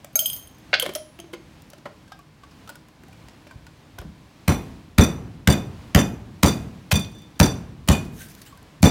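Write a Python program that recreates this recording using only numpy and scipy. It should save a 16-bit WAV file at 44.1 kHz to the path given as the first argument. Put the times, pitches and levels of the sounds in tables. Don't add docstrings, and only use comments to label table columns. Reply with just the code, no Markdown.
import sys
import numpy as np
from scipy import signal
from scipy.fft import rfft, irfft, next_fast_len
from scipy.io import wavfile
from scipy.ndimage import uniform_filter1d, map_coordinates

SR = 44100
rng = np.random.default_rng(int(sys.argv[2]) if len(sys.argv) > 2 else 0)


def put_to_file(sound):
    columns = np.atleast_2d(sound).T
    safe = np.clip(columns, -1, 1)
    whole_steps = np.round(safe * 32767)
    wavfile.write(sys.argv[1], SR, whole_steps.astype(np.int16))


def how_loud(loudness_db):
    steps = np.asarray(loudness_db, float) / 20
    return 10 ** steps


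N = 392490


def unit(x):
    return x / np.sqrt(np.mean(x ** 2) + 1e-20)


def along(points, hz):
    f, value = np.transpose(points)
    return np.interp(np.log(hz + 1), np.log(f + 1), value)


def filtered(x, response):
    m = next_fast_len(len(x) + 2048)
    return irfft(rfft(x, m) * response(np.fft.rfftfreq(m, 1 / SR)), m)[:len(x)]


def noise(n, spectrum):
    return unit(filtered(rng.standard_normal(n), lambda hz: how_loud(along(spectrum, hz))))


def add(track, s, sound):
    part = track[round(s * SR):][:len(sound)]
    part += sound[:len(part)]


def ring(modes, scatter_db, attack=0.00048, flutter_db=0, freedom=0.95):
    hz, db, t60 = np.transpose(modes)[:, :, None]
    t60 = np.clip(np.abs(t60) * freedom, .004, .7)
    t = np.arange(round(.8 * t60.max() * SR)) / SR
    chance = rng.standard_normal((len(modes), 81))
    flutter_times = np.arange(80) / 140
    flutter = np.array([np.interp(t, flutter_times, row[1:]) for row in chance])
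    level = how_loud(db + scatter_db * chance[:, :1] + flutter_db * flutter - 60 * t / t60)
    tones = level * np.sin(2 * np.pi * hz * t)
    return tones.sum(0) * (1 - np.exp(-t / attack))


def click(t60, low_hz, high_hz=14000, attack=0.002, order=1):
    t = np.arange(round(min(t60, .14) * SR) + 64) / SR
    band = lambda hz: hz ** 2 / (hz ** 2 + low_hz ** 2) / np.hypot(1, (hz / high_hz) ** order)
    crack = filtered(rng.standard_normal(len(t) + 1024), band)
    return unit(crack)[:len(t)] * how_loud(-60 * t / t60) * (1 - np.exp(-t / attack))


# (frequency [Hz], time to fall 60 dB [s])
KITCHEN_FADE = [(40, 0.73), (110, 1), (280, 0.41), (740, 0.29), (1940, 0.3), (5100, 0.37), (13500, 0.39)]


def reverb(colour, rise, stretch=1):
    hz, t, z = signal.stft(noise(SR, colour), SR, nperseg=512)
    fade = how_loud(-60 * t / stretch / along(KITCHEN_FADE, hz)[:, None])
    tail = signal.istft(z * fade, SR, nperseg=512)[1][:SR]
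    u = np.arange(SR) / SR
    tail = tail * np.clip(u / rise, 0, 1) ** 2 * np.clip(5 * (1 - u), 0, 1)
    return tail / np.linalg.norm(tail)


# (thump time [s], thump level [dB], crush length [s], crush level [dB])
BLOWS = [
    (4.4856, -6.5, .0085, -15),
    (4.9884, -2, .0091, -11.5),
    (5.4802, -4, .008, -9.5),
    (5.954, -2.5, .008, -9),
    (6.4380, -3.5, .0095, -10),
    (6.9325, -7, 0.0235, -20),
    (7.4059, -2.5, .0078, -9.5),
    (7.8928, -5, .01, -13),
    (8.8342, 0, .0075, -12.5),
]
# (frequency [Hz], level [dB])
AIR_COLOUR = [(18, -38), (30, -2), (150, -1.5), (289, -7), (313, -6.5), (348, -12.5), (376, -12.5),
              (605, -14.5), (1080, -16), (1270, -19.5), (2380, -21), (4370, -25.5), (13900, -40.5),
              (16300, -38.5)]
# (frequency [Hz], width [Hz], level [dB])
FRIDGE_HUM = [(150, 14, -62), (261, 8, -67), (314, 7, -63), (1017, 10, -74)]


def air():
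    room_db, busy_db, busy_fade_s = -50.5, 5, 0.18
    swell_db = 1.3 * map_coordinates(rng.standard_normal(60), [np.arange(N) * 6 / SR])
    t = np.arange(N) / SR
    times = np.array([-9] + [s for s, *_ in BLOWS])
    since = t - times[np.searchsorted(times, t) - 1]
    lift_db = busy_db * np.exp(-since / busy_fade_s)
    tone = how_loud(room_db + lift_db + swell_db) * noise(N, AIR_COLOUR)
    for centre_hz, width_hz, db in FRIDGE_HUM:
        line = filtered(rng.standard_normal(N), lambda hz: 1 / np.hypot(1, 2 * (hz - centre_hz) / width_hz) ** 2)
        tone = tone + how_loud(db) * unit(line)
    return tone


# (time [s], level
# [dB], pitch [Hz], time to fall 60 dB [s])
TICKS = [(0.9505, -17.5, 5840, 0.0105), (.960, -34, 5800, .012), (1.189, -33, 3000, .014),
         (1.2, -35, 6000, .015), (1.705, -50, 6000, 0.026), (1.733, -43, 6000, .015),
         (1.733, -46, 3700, .015), (1.784, -44, 5200, .012), (2.51, -52, 5500, .03),
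         (3.285, -42, 5300, .012), (3.295, -49, 5900, .012), (3.667, -46, 5500, .015),
         (3.666, -39.5, 2200, 0.017), (3.035, -43, 2200, .012), (.822, -36, 3200, 0.037),
         (0.862, -32, 2200, 0.014), (.855, -40, 3200, .04), (6.9155, -11, 2370, 0.023),
         (6.927, -18, 3000, 0.017), (7.046, -35, 3830, 0.018)]


def ticks():
    out = np.zeros(N)
    for s, db, hz, t60 in TICKS:
        add(out, s, how_loud(db) * click(t60=t60, low_hz=hz * 1.2, high_hz=hz * 1.1, attack=.0005, order=6))
    return out


# (time [s], level [dB], click level [dB])
HOLLOW_KNOCKS = [(0.866, -33, -40), (1.189, -37.5, -41), (1.24, -40.5, -65), (1.333, -34.5, -50),
                 (1.62, -72, -41), (1.701, -63, -37.5), (1.781, -47, -49), (3.035, -47, -47.5),
                 (3.334, -51, -60.5), (4.014, -40, -43), (8.346, -51, -61), (8.415, -53.5, -49),
                 (8.626, -49, -57)]
# (time [s], level [dB], click level [dB])
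RIM_KNOCKS = [(0.045, -33.5, -29.5), (0.855, -24, -35), (0.862, -21.5, -31), (0.891, -25, -34),
              (1.733, -36.5, -41), (1.855, -32, -64), (1.869, -43, -59), (2.699, -34.5, -33.5),
              (2.755, -41, -37), (3.284, -39, -45), (3.468, -36.5, -57), (7.876, -27, -24.5)]
# (time [s], level [dB], pitch [Hz], click level [dB])
TAPS = [(0.821, -30, 2120, -27), (0.955, -29, 626, -20.5), (0.825, -29, 470, -18), (1.33, -42, 490, -40),
        (2.119, -34.5, 1246, -60), (2.19, -50, 1140, -45), (2.434, -42, 1133, -58), (2.675, -38, 1310, -44),
        (2.692, -33.5, 1456, -31), (0.862, -19, 2190, -50), (0.895, -40, 2300, -55),
        (1.337, -36, 2120, -60), (1.337, -37, 1004, -62), (2.078, -48, 1580, -59), (2.755, -44, 1450, -57),
        (2.884, -50, 1650, -50), (3.083, -55, 770, -47), (2.515, -50, 1100, -58), (3.128, -45, 2380, -60),
        (3.473, -47, 2340, -59), (3.51, -51, 1037, -61), (3.51, -46, 1550, -62), (3.509, -46, 2360, -66),
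        (3.666, -43, 1470, -47), (3.986, -26.5, 1500, -33), (8.206, -53, 1520, -43),
        (8.286, -56, 1520, -40), (8.525, -51, 1110, -59), (8.574, -57, 1550, -51)]
# (time [s], level [dB], top frequency [Hz])
THUDS = [
    (0.828, -32, 2500),
    (0.862, -38, 3000),
    (0.893, -38, 2500),
    (1.333, -35, 3500),
    (1.857, -26, 900),
    (3.981, -34, 900),
    (4.0, -43, 4000),
    (4.02, -36, 500),
]
# (time [s], level [dB], pitch [Hz], time to fall 60 dB [s])
RINGS = [(0.808, -36, 540, .1), (0.824, -22, 520, .1), (0.838, -29, 560, .08), (1.336, -31, 345, .1),
         (2.435, -42, 1550, .05), (2.122, -48, 3650, .06), (2.124, -48, 5150, .05), (2.121, -36, 1600, .09),
         (.893, -29, 580, .07), (.856, -29, 620, .07), (1.733, -42, 1400, .03), (3.472, -56, 5500, .1),
         (3.49, -51, 1650, .06), (0.866, -38, 350, .08), (0.953, -40, 9970, .4), (0.546, -50, 3170, .04),
         (0.955, -25, 615, .15), (1.19, -38, 340, .12), (1.19, -41, 680, .09), (1.29, -46, 620, .1),
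         (.299, -33, 9370, .3), (1.335, -42, 560, .15), (7.03, -46, 2478, .3), (.25, -29, 13830, .4),
         (.32, -32, 13830, .22), (.22, -35, 624, .28), (.31, -41, 15040, .4), (.25, -43, 5020, .5),
         (.22, -42, 7490, .4), (8.0, -45, 2478, .3), (8.203, -43, 1560, .17), (8.574, -51, 1550, .1)]
# (time [s], level [dB], pitch [Hz])
BUMPS = [
    (3.557, -34, 67),
    (3.939, -36, 100),
    (3.994, -26.5, 65),
    (4.02, -43, 70.5),
    (4.05, -33.5, 176),
    (4.131, -43.5, 106),
    (6.9487, -18.5, 107),
    (8.807, -31, 110),
]


def knocks():
    out = np.zeros(N)
    rows = [(s, db, 330, 0.064, click_db) for s, db, click_db in HOLLOW_KNOCKS]
    rows += [(s, db, 595, 0.03, click_db) for s, db, click_db in RIM_KNOCKS]
    for s, db, hz, click_db in TAPS:
        cycles = 23.3 - 1.8 * (db + 19)
        rows.append((s, db, hz, cycles / hz, click_db))
    for s, db, hz, t60, click_db in rows:
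        wood = [(hz, 0, t60), (hz * 0.62, -8, t60), (hz * 2.1, -9, t60 * 0.33), (hz * 4.5, -17, t60 * 0.33)]
        scuff = click(t60=t60 * 1.06, low_hz=hz * 1.2, high_hz=hz * 3.5, attack=0.00077, order=2)
        add(out, s, how_loud(db + 2.5) * ring(wood, scatter_db=4.0, attack=0.0014, flutter_db=3.0))
        add(out, s, how_loud(db - 7.0) * scuff)
        add(out, s, how_loud(click_db + 1) * click(t60=0.014, low_hz=3476, attack=0.00087))
    for s, db, top_hz in THUDS:
        add(out, s, how_loud(db) * click(t60=0.058, low_hz=266, high_hz=top_hz, attack=0.0024, order=2))
    for s, db, hz, t60 in RINGS:
        add(out, s, how_loud(db) * ring([(hz, 0, t60)], scatter_db=0, attack=0.0028, flutter_db=1.5))
    for s, db, hz in BUMPS:
        body = [(hz, 0, .08), (hz * 1.71, -5, .12), (hz * 1.18, -8, .1)]
        add(out, s, how_loud(db) * ring(body, scatter_db=-4.5, attack=0.0024, flutter_db=-1))
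    return out


# (frequency [Hz], level [dB], time to fall 60 dB [s], part [0 belly to 3 rim])
PLATE_TONES = [(600, 0, .035, 0), (1050, -14, .05, 0), (1540, -3, .05, 1), (1640, -6, .07, 1),
               (2170, 0, .06, 1), (2460, -12, .07, 2), (2750, -4, .04, 2), (3160, -12, .05, 2),
               (3515, -9, .04, 3), (3860, -5, .02, 3), (4450, -13, .04, 3), (720, -6, .05, 0),
               (4080, -8, .02, 3)]
# (time [s], belly level [dB], middle level [dB], shoulder level [dB], rim level [dB])
PLATE_HITS = [
    (0.7299, -27, -11, -7, -13.5),
    (0.7325, -11, -26, -24, -29.5),
    (0.7389, -38.5, -9, -17, -3.5),
    (0.7435, -35, -15, -15, -14),
    (0.7504, -18.5, -19.5, -22, -12.5),
]


def plate():
    out = np.zeros(N)
    for s, *part_db in PLATE_HITS:
        modes = [(hz, db + part_db[part], t60) for hz, db, t60, part in PLATE_TONES]
        buzz = click(t60=0.081, low_hz=1500, high_hz=3800, order=8)
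        rim_crack = click(t60=0.033, low_hz=2400, high_hz=4350, order=6)
        add(out, s, ring(modes, scatter_db=1, flutter_db=4, freedom=0.55))
        add(out, s, how_loud(part_db[1] - 19) * buzz)
        add(out, s, how_loud(part_db[-1] - 6.5) * rim_crack)
    return filtered(out, lambda hz: 1 / np.hypot(1, (400 / (hz + 1)) ** 4))


# (frequency [Hz], level [dB], time to fall 60 dB [s])
SPOON_STEM = [(624, -20, .2), (1384, -30, .4), (2300, -18, .03), (3900, -26, .15), (5020, -29, .6),
              (4630, -33, .4), (6148, -26, .1), (6403, 0, .065), (6410, -15, .7), (7490, -21, .2),
              (8274, -26, .3), (9160, -19, .13), (10490, -8, .016), (11720, -10, .06), (15060, -9, .01)]
SPOON_BOWL = [(3158, 0, .04), (3110, -24, .35), (8280, -16, .05), (8440, -16, .04), (9965, -1, .04),
              (9152, -19, .13), (9860, -24, .2), (11855, -16, .09), (15480, -18, .02)]
SPOON_TIP = [(13830, -4, .1), (15040, -15, .15), (9370, -29, .4), (13450, -22, .15), (11730, -11, .25)]
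# (time [s], click level [dB], stem level [dB], bowl level [dB])
SPOON_IN_CUP = [(.130, -48.5, -63.5, -71.5), (.1556, -18, -11, -48), (.1911, -13, -37, -13.5),
                (.219, -28, -29, -39), (.247, -39, -36, -56.5), (.2579, -18, -28, -14.5),
                (.2998, -28.5, -45, -25.5), (.331, -24.5, -35, -33), (.363, -29, -47, -38),
                (.425, -46.5, -57, -45), (.473, -48, -56, -43), (.511, -54, -70, -59),
                (.5458, -56, -62, -62.5), (.583, -48, -69.5, -72)]
SPOON_ON_PLATE = [(.7977, -14, -40, -13.5), (.8235, -32.5, -50, -15), (.8285, -30, -44, -23),
                  (.8625, -47, -54, -29), (.936, -32, -54, -47), (.9518, -25.5, -40, -24),
                  (.960, -26.5, -45, -56), (1.200, -38, -44, -34), (1.335, -52, -47, -38)]


def spoon():
    out = np.zeros(N)
    places = ((SPOON_IN_CUP, 0.95, 4, 0), (SPOON_ON_PLATE, 0.32, 3, -3.5))
    for contacts, freedom, lift_db, tilt_db in places:
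        for s, click_db, stem_db, bowl_db in contacts:
            add(out, s, how_loud(click_db) * click(t60=0.014, low_hz=4000, attack=.0007))
            add(out, s, how_loud(click_db - 17) * click(t60=.16 * freedom, low_hz=4200, attack=.002))
            tip_db = 1.23 * click_db + lift_db
            for db, part in ((stem_db, SPOON_STEM), (bowl_db, SPOON_BOWL), (tip_db, SPOON_TIP)):
                modes = [(hz, level + tilt_db * np.log2(hz / 8000), t60) for hz, level, t60 in part]
                add(out, s, how_loud(db) * ring(modes, scatter_db=1.2, flutter_db=4, freedom=freedom))
    return out


# (peak time [s], level [dB], rise [s], fade [dB per s])
STROKES = [
    (8.052, -55, .012, 450),
    (8.212, -45, 0.13, 140),
    (8.3, -51, .03, 200),
    (8.38, -56, .02, 200),
    (8.417, -48, 0.0049, 600),
    (8.462, -52, 0.025, 200),
]
# (frequency [Hz], level [dB])
RUB_COLOUR = [(710, -56), (1200, -18), (1560, -6), (2100, -12.5), (14500, -16.5), (16000, -16),
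              (16500, -53)]
# (time [s], level [dB], pitch [Hz])
STICKY_TICKS = [
    (8.289, -50, 6000),
    (8.3, -46, 6000),
    (8.315, -49, 9000),
    (8.35, -35, 7040),
    (8.417, -35, 6800),
    (8.525, -52, 12000),
    (8.574, -44, 9000),
    (8.628, -45, 9800),
    (8.822, -29, 11800),
]


def rub():
    out, t = np.zeros(N), np.arange(SR // 2) / SR
    for s, db, rise, fade in STROKES:
        z = signal.stft(noise(len(t), RUB_COLOUR), nperseg=256)[2]
        patches = uniform_filter1d(rng.standard_normal(z.shape), size=8, axis=0)
        patches = uniform_filter1d(patches, size=20, axis=1)
        hiss = signal.istft(z * how_loud(2.9 * unit(patches)), nperseg=256)[1][:len(t)]
        grain = how_loud(1.2 * unit(uniform_filter1d(rng.standard_normal(len(t)), size=150)))
        stroke = np.clip(t / rise, 0, 1) ** 2 * how_loud(db + 2.0 - fade * np.clip(t - rise, 0, 1))
        add(out, s - rise, stroke * unit(grain * hiss))
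    for s, db, hz in STICKY_TICKS:
        add(out, s, how_loud(db) * click(t60=.012, low_hz=hz * .8, high_hz=hz * 1.2, attack=.0006, order=2))
    return out


DISH_HZ = [2476, 3540, 4665, 5915, 6578, 7362, 8134, 8963, 10020, 10720, 12610, 14700]
# (level [dB], time to fall 60 dB [s])
DISH_TONES = [(-4.5, 0.086), (4.5, 0.099), (1.5, 0.07), (5, 0.1), (-8, .08), (-1.5, 0.084), (-19, .08),
              (-2, .12), (-12, .08), (-19, .12), (-12, 0.14), (-11, 0.048)]
# (time [s], first tone level [dB], second level
# [dB], third level [dB], upper tones level [dB])
CHATTER = [(4.494, -41, -52, -53, -37), (4.506, -42, -42, -54, -47), (4.526, -39, -52, -51, -47),
           (4.558, -42, -51, -61, -63), (5.009, -32, -28.5, -52, -29.5), (5.027, -27, -35, -53, -46),
           (5.035, -31, -35, -32, -33.5), (5.051, -43, -41, -56, -47), (5.499, -39, -32, -29, -34),
           (5.523, -34, -30.5, -33, -36), (5.537, -32, -48, -48, -54), (5.561, -40.5, -49, -53, -61),
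           (5.975, -40, -36, -36, -46), (5.989, -37, -32, -38, -32), (6.013, -41, -56, -58, -38.5),
           (6.019, -32, -45, -57, -55), (6.459, -33, -37, -28, -30), (6.481, -32, -30.5, -29.5, -33.5),
           (6.495, -44, -42, -46, -54), (6.527, -40, -57, -60, -60), (6.955, -29, -31, -32, -31.5),
           (6.977, -32, -43, -52, -50), (6.993, -52, -34.5, -47, -42), (7.019, -49, -55, -67, -54),
           (7.045, -66, -68, -55, -58), (7.357, -67, -66, -70, -74), (7.429, -39, -31, -25.5, -32),
           (7.445, -40, -36, -45, -41), (7.457, -46, -43, -40, -33), (7.465, -40, -39, -54, -44),
           (7.914, -35, -37, -49, -31.5), (7.93, -24, -43, -36, -41), (7.952, -30, -42, -53, -51),
           (7.974, -36, -66, -62, -56), (8.843, -36, -50, -41, -32), (8.855, -40, -28, -30, -34),
           (8.875, -34, -41, -48, -34), (8.885, -41, -39.5, -35, -43),
           (6.938, -43, -36, -38, -35),
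    (7.904, -50, -43, -55, -57),
]


def dish():
    out = np.zeros(N)
    grip_s, grip_t60 = .06, .012
    rocking = [(7.1145 + k * 0.0343, -66, -55.5, -64, -65) for k in range(4)]
    contacts = sorted(map(tuple, [*CHATTER, *rocking]))
    for (s, *spot_db), (next_s, *_) in zip(contacts, contacts[1:] + [(np.inf,)]):
        levels = np.r_[spot_db, np.full(len(DISH_TONES) - len(spot_db), spot_db[-1])]
        modes = [(hz, db + level, t60) for hz, (db, t60), level in zip(DISH_HZ, DISH_TONES, levels)]
        sound = how_loud(3) * ring(modes, scatter_db=1, attack=0.0008, flutter_db=3, freedom=1.6)
        if next_s - s < grip_s:
            gripped = np.clip(np.arange(len(sound)) / SR - (next_s - s), 0, 1)
            sound = sound * how_loud(-60 * gripped / grip_t60)
        else:
            free = [(hz, db - 14, .4) for hz, db in zip(DISH_HZ, spot_db)]
            add(out, s, ring(free, scatter_db=2, attack=.01, flutter_db=5))
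        add(out, s, sound)
        add(out, s, how_loud(np.mean(spot_db[1:]) + 7.5) * click(t60=0.045, low_hz=2600, attack=0.00127))
    return out


def push(hz, width):
    t = np.arange(-441, 882) / SR
    return -np.exp(-.5 * ((t - .0004) / width) ** 2) * np.cos(2 * np.pi * hz * t)


# (frequency [Hz], level [dB])
PASTE_COLOUR = [(350, -19), (600, 0), (948, -5), (1980, -4.5), (6890, -10), (10400, -14), (11800, -15),
                (15200, -13.5), (16500, -73)]


def crush_paste(thump_db, length, crush_db, squeak_hz, squeak_db):
    low_hz = 300 * 2 ** (0.46 * thump_db)
    u = np.arange(round(.06 * SR)) / SR
    peak = length - .0036
    rise = min(.8 * peak, .006)
    squeeze = np.where(u < rise, (u / rise) ** 1.6, np.exp(-np.clip(u - peak, 0, 1) / 0.0017))
    grit = how_loud(2 * unit(uniform_filter1d(rng.standard_normal(len(u)), size=20)))
    squeak = lambda hz: how_loud(squeak_db * np.exp(-((hz - squeak_hz) / 420) ** 2))
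    paste = filtered(noise(len(u), PASTE_COLOUR), lambda hz: hz ** 2 / (hz ** 2 + low_hz ** 2) * squeak(hz))
    return how_loud(crush_db) * squeeze * unit(grit * paste)


# (squeak pitch [Hz], squeak level [dB], wood level [dB], echo level [dB], thump pitch [ratio])
LANDINGS = [
    (2200, 4, -1, 1, 0.85),
    (2060, 6.5, 1, 0.5, .98),
    (1460, 6.5, 0, -3, 0.94),
    (2200, 3.5, 1, 0, .98),
    (1500, 3.5, 1.5, -1, 1.02),
    (2280, -13, -11, -8, 0.7),
    (1500, 4, 0, -1.5, 0.99),
    (3000, 3, 0, -0.5, 0.94),
    (2200, 3, -0.5, 1.5, .98),
]
# (delay [ms], thump level [dB], crush level [dB])
WALLS = [(10.63, -2, -6), (24.7, -5.5, -31), (40.17, -7, -10.5), (44.67, -8, -20), (51.6, -29, -17),
         (64.6, -17, -15)]
# (frequency [Hz], level [dB], time to fall 60 dB [s])
BOARDS = [(63.7, -8.5, 0.17), (78, 3, 0.133), (95.2, -9.5, 0.245), (144, -49, 0.54), (205.4, -14, 0.29),
          (249.4, -6.5, 0.15), (281, -9, 0.24), (337, -14.5, 0.071), (375, -15.5, 0.28), (514.4, -16, 0.17),
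          (572, -7.5, 0.15), (700, -24.5, 0.13)]
# (frequency [Hz], level [dB])
TAIL_COLOUR = [(21, -47), (35, -9.5), (102, -6.5), (178, -4.5), (249, -3.5), (618, -10.5), (737, -9.5),
               (1410, -18), (2300, -26), (2990, -30), (5060, -120)]
# (time [s], level [dB], low edge [Hz])
BRUSHES = [
    (6.427, -30, 3000),
    (7.393, -25, 900),
    (7.397, -21, 900),
    (8.822, -30, 6500),
]


def pounding():
    out = np.zeros(N)
    push_hz = np.array([180, 140, 140, 240, 250, 230, 200])
    for (s, thump_db, length, crush_db), landing in zip(BLOWS, LANDINGS):
        squeak_hz, squeak_db, wood_db, echo_db, pitch = landing
        pushes = [push(hz, .41 / hz) for hz in pitch * push_hz]
        crush = crush_paste(thump_db, length, crush_db, squeak_hz, squeak_db)
        dull = filtered(crush, lambda hz: 1 / np.hypot(1, hz / 6000))
        add(out, s - .01, how_loud(thump_db) * pushes[0])
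        add(out, s - length, crush)
        for echo, (ms, wall_thump_db, wall_crush_db) in zip(pushes[1:], WALLS):
            glance_db = -4 if wood_db < -4 and ms < 20 else 0
            wall_db = thump_db + wall_thump_db + rng.standard_normal() + glance_db
            add(out, s - .01 + ms / 1000, how_loud(wall_db) * echo)
            add(out, s - length + ms / 1000, how_loud(wall_crush_db + echo_db) * dull)
        room = reverb([(500, 0), (4000, -3), (16000, -5)], rise=.02)[:SR // 3]
        add(out, s - length, how_loud(echo_db - 8.0) * signal.fftconvolve(crush, room))
        boards = ring(BOARDS, scatter_db=1.5, attack=0.0025, flutter_db=3.5)
        add(out, s + 0.0037, how_loud(thump_db + wood_db - 8.5) * boards)
        rattle = click(t60=0.16, low_hz=334, high_hz=866, attack=0.0028)
        add(out, s - .002, how_loud(thump_db + wood_db - 19.0) * rattle)
        tail = reverb(TAIL_COLOUR, rise=0.012) + how_loud(-11) * reverb(TAIL_COLOUR, rise=0.056, stretch=2.6)
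        add(out, s, how_loud(19 + thump_db + wood_db / 2) * tail)
    for s, db, low_hz in BRUSHES:
        add(out, s, how_loud(db) * click(t60=.03, low_hz=low_hz, attack=.001))
    return out


def scene():
    small = ticks() + knocks() + plate() + spoon() + dish()
    kitchen = reverb([(100, -11.5), (5000, -13), (16000, -25)], rise=0.0057)
    wet = signal.fftconvolve(small, kitchen)[:N]
    return (air() + small + how_loud(-11.5) * wet + rub() + pounding())[None]


def band_limit(x):
    return signal.sosfilt(signal.butter(12, 17010, fs=SR, output="sos"), x)


def record(dry):
    low_hz, top_hz = 42, 16000
    bass_cut = lambda hz: -hz ** 2 / (low_hz ** 2 - hz ** 2 + 1.4j * hz * low_hz)
    rumble_cut = lambda hz: 1 / np.hypot(1, (38 / (hz + 1)) ** 4)
    treble_cut = lambda hz: 1 / np.hypot(1, (hz / top_hz) ** 40)
    x = filtered(dry[0], lambda hz: bass_cut(hz) * rumble_cut(hz) * treble_cut(hz))
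    x = x / (1 + np.abs(x) ** 8) ** (1 / 8)
    return band_limit(x[None])


dry = scene()
out = record(dry)
put_to_file(out)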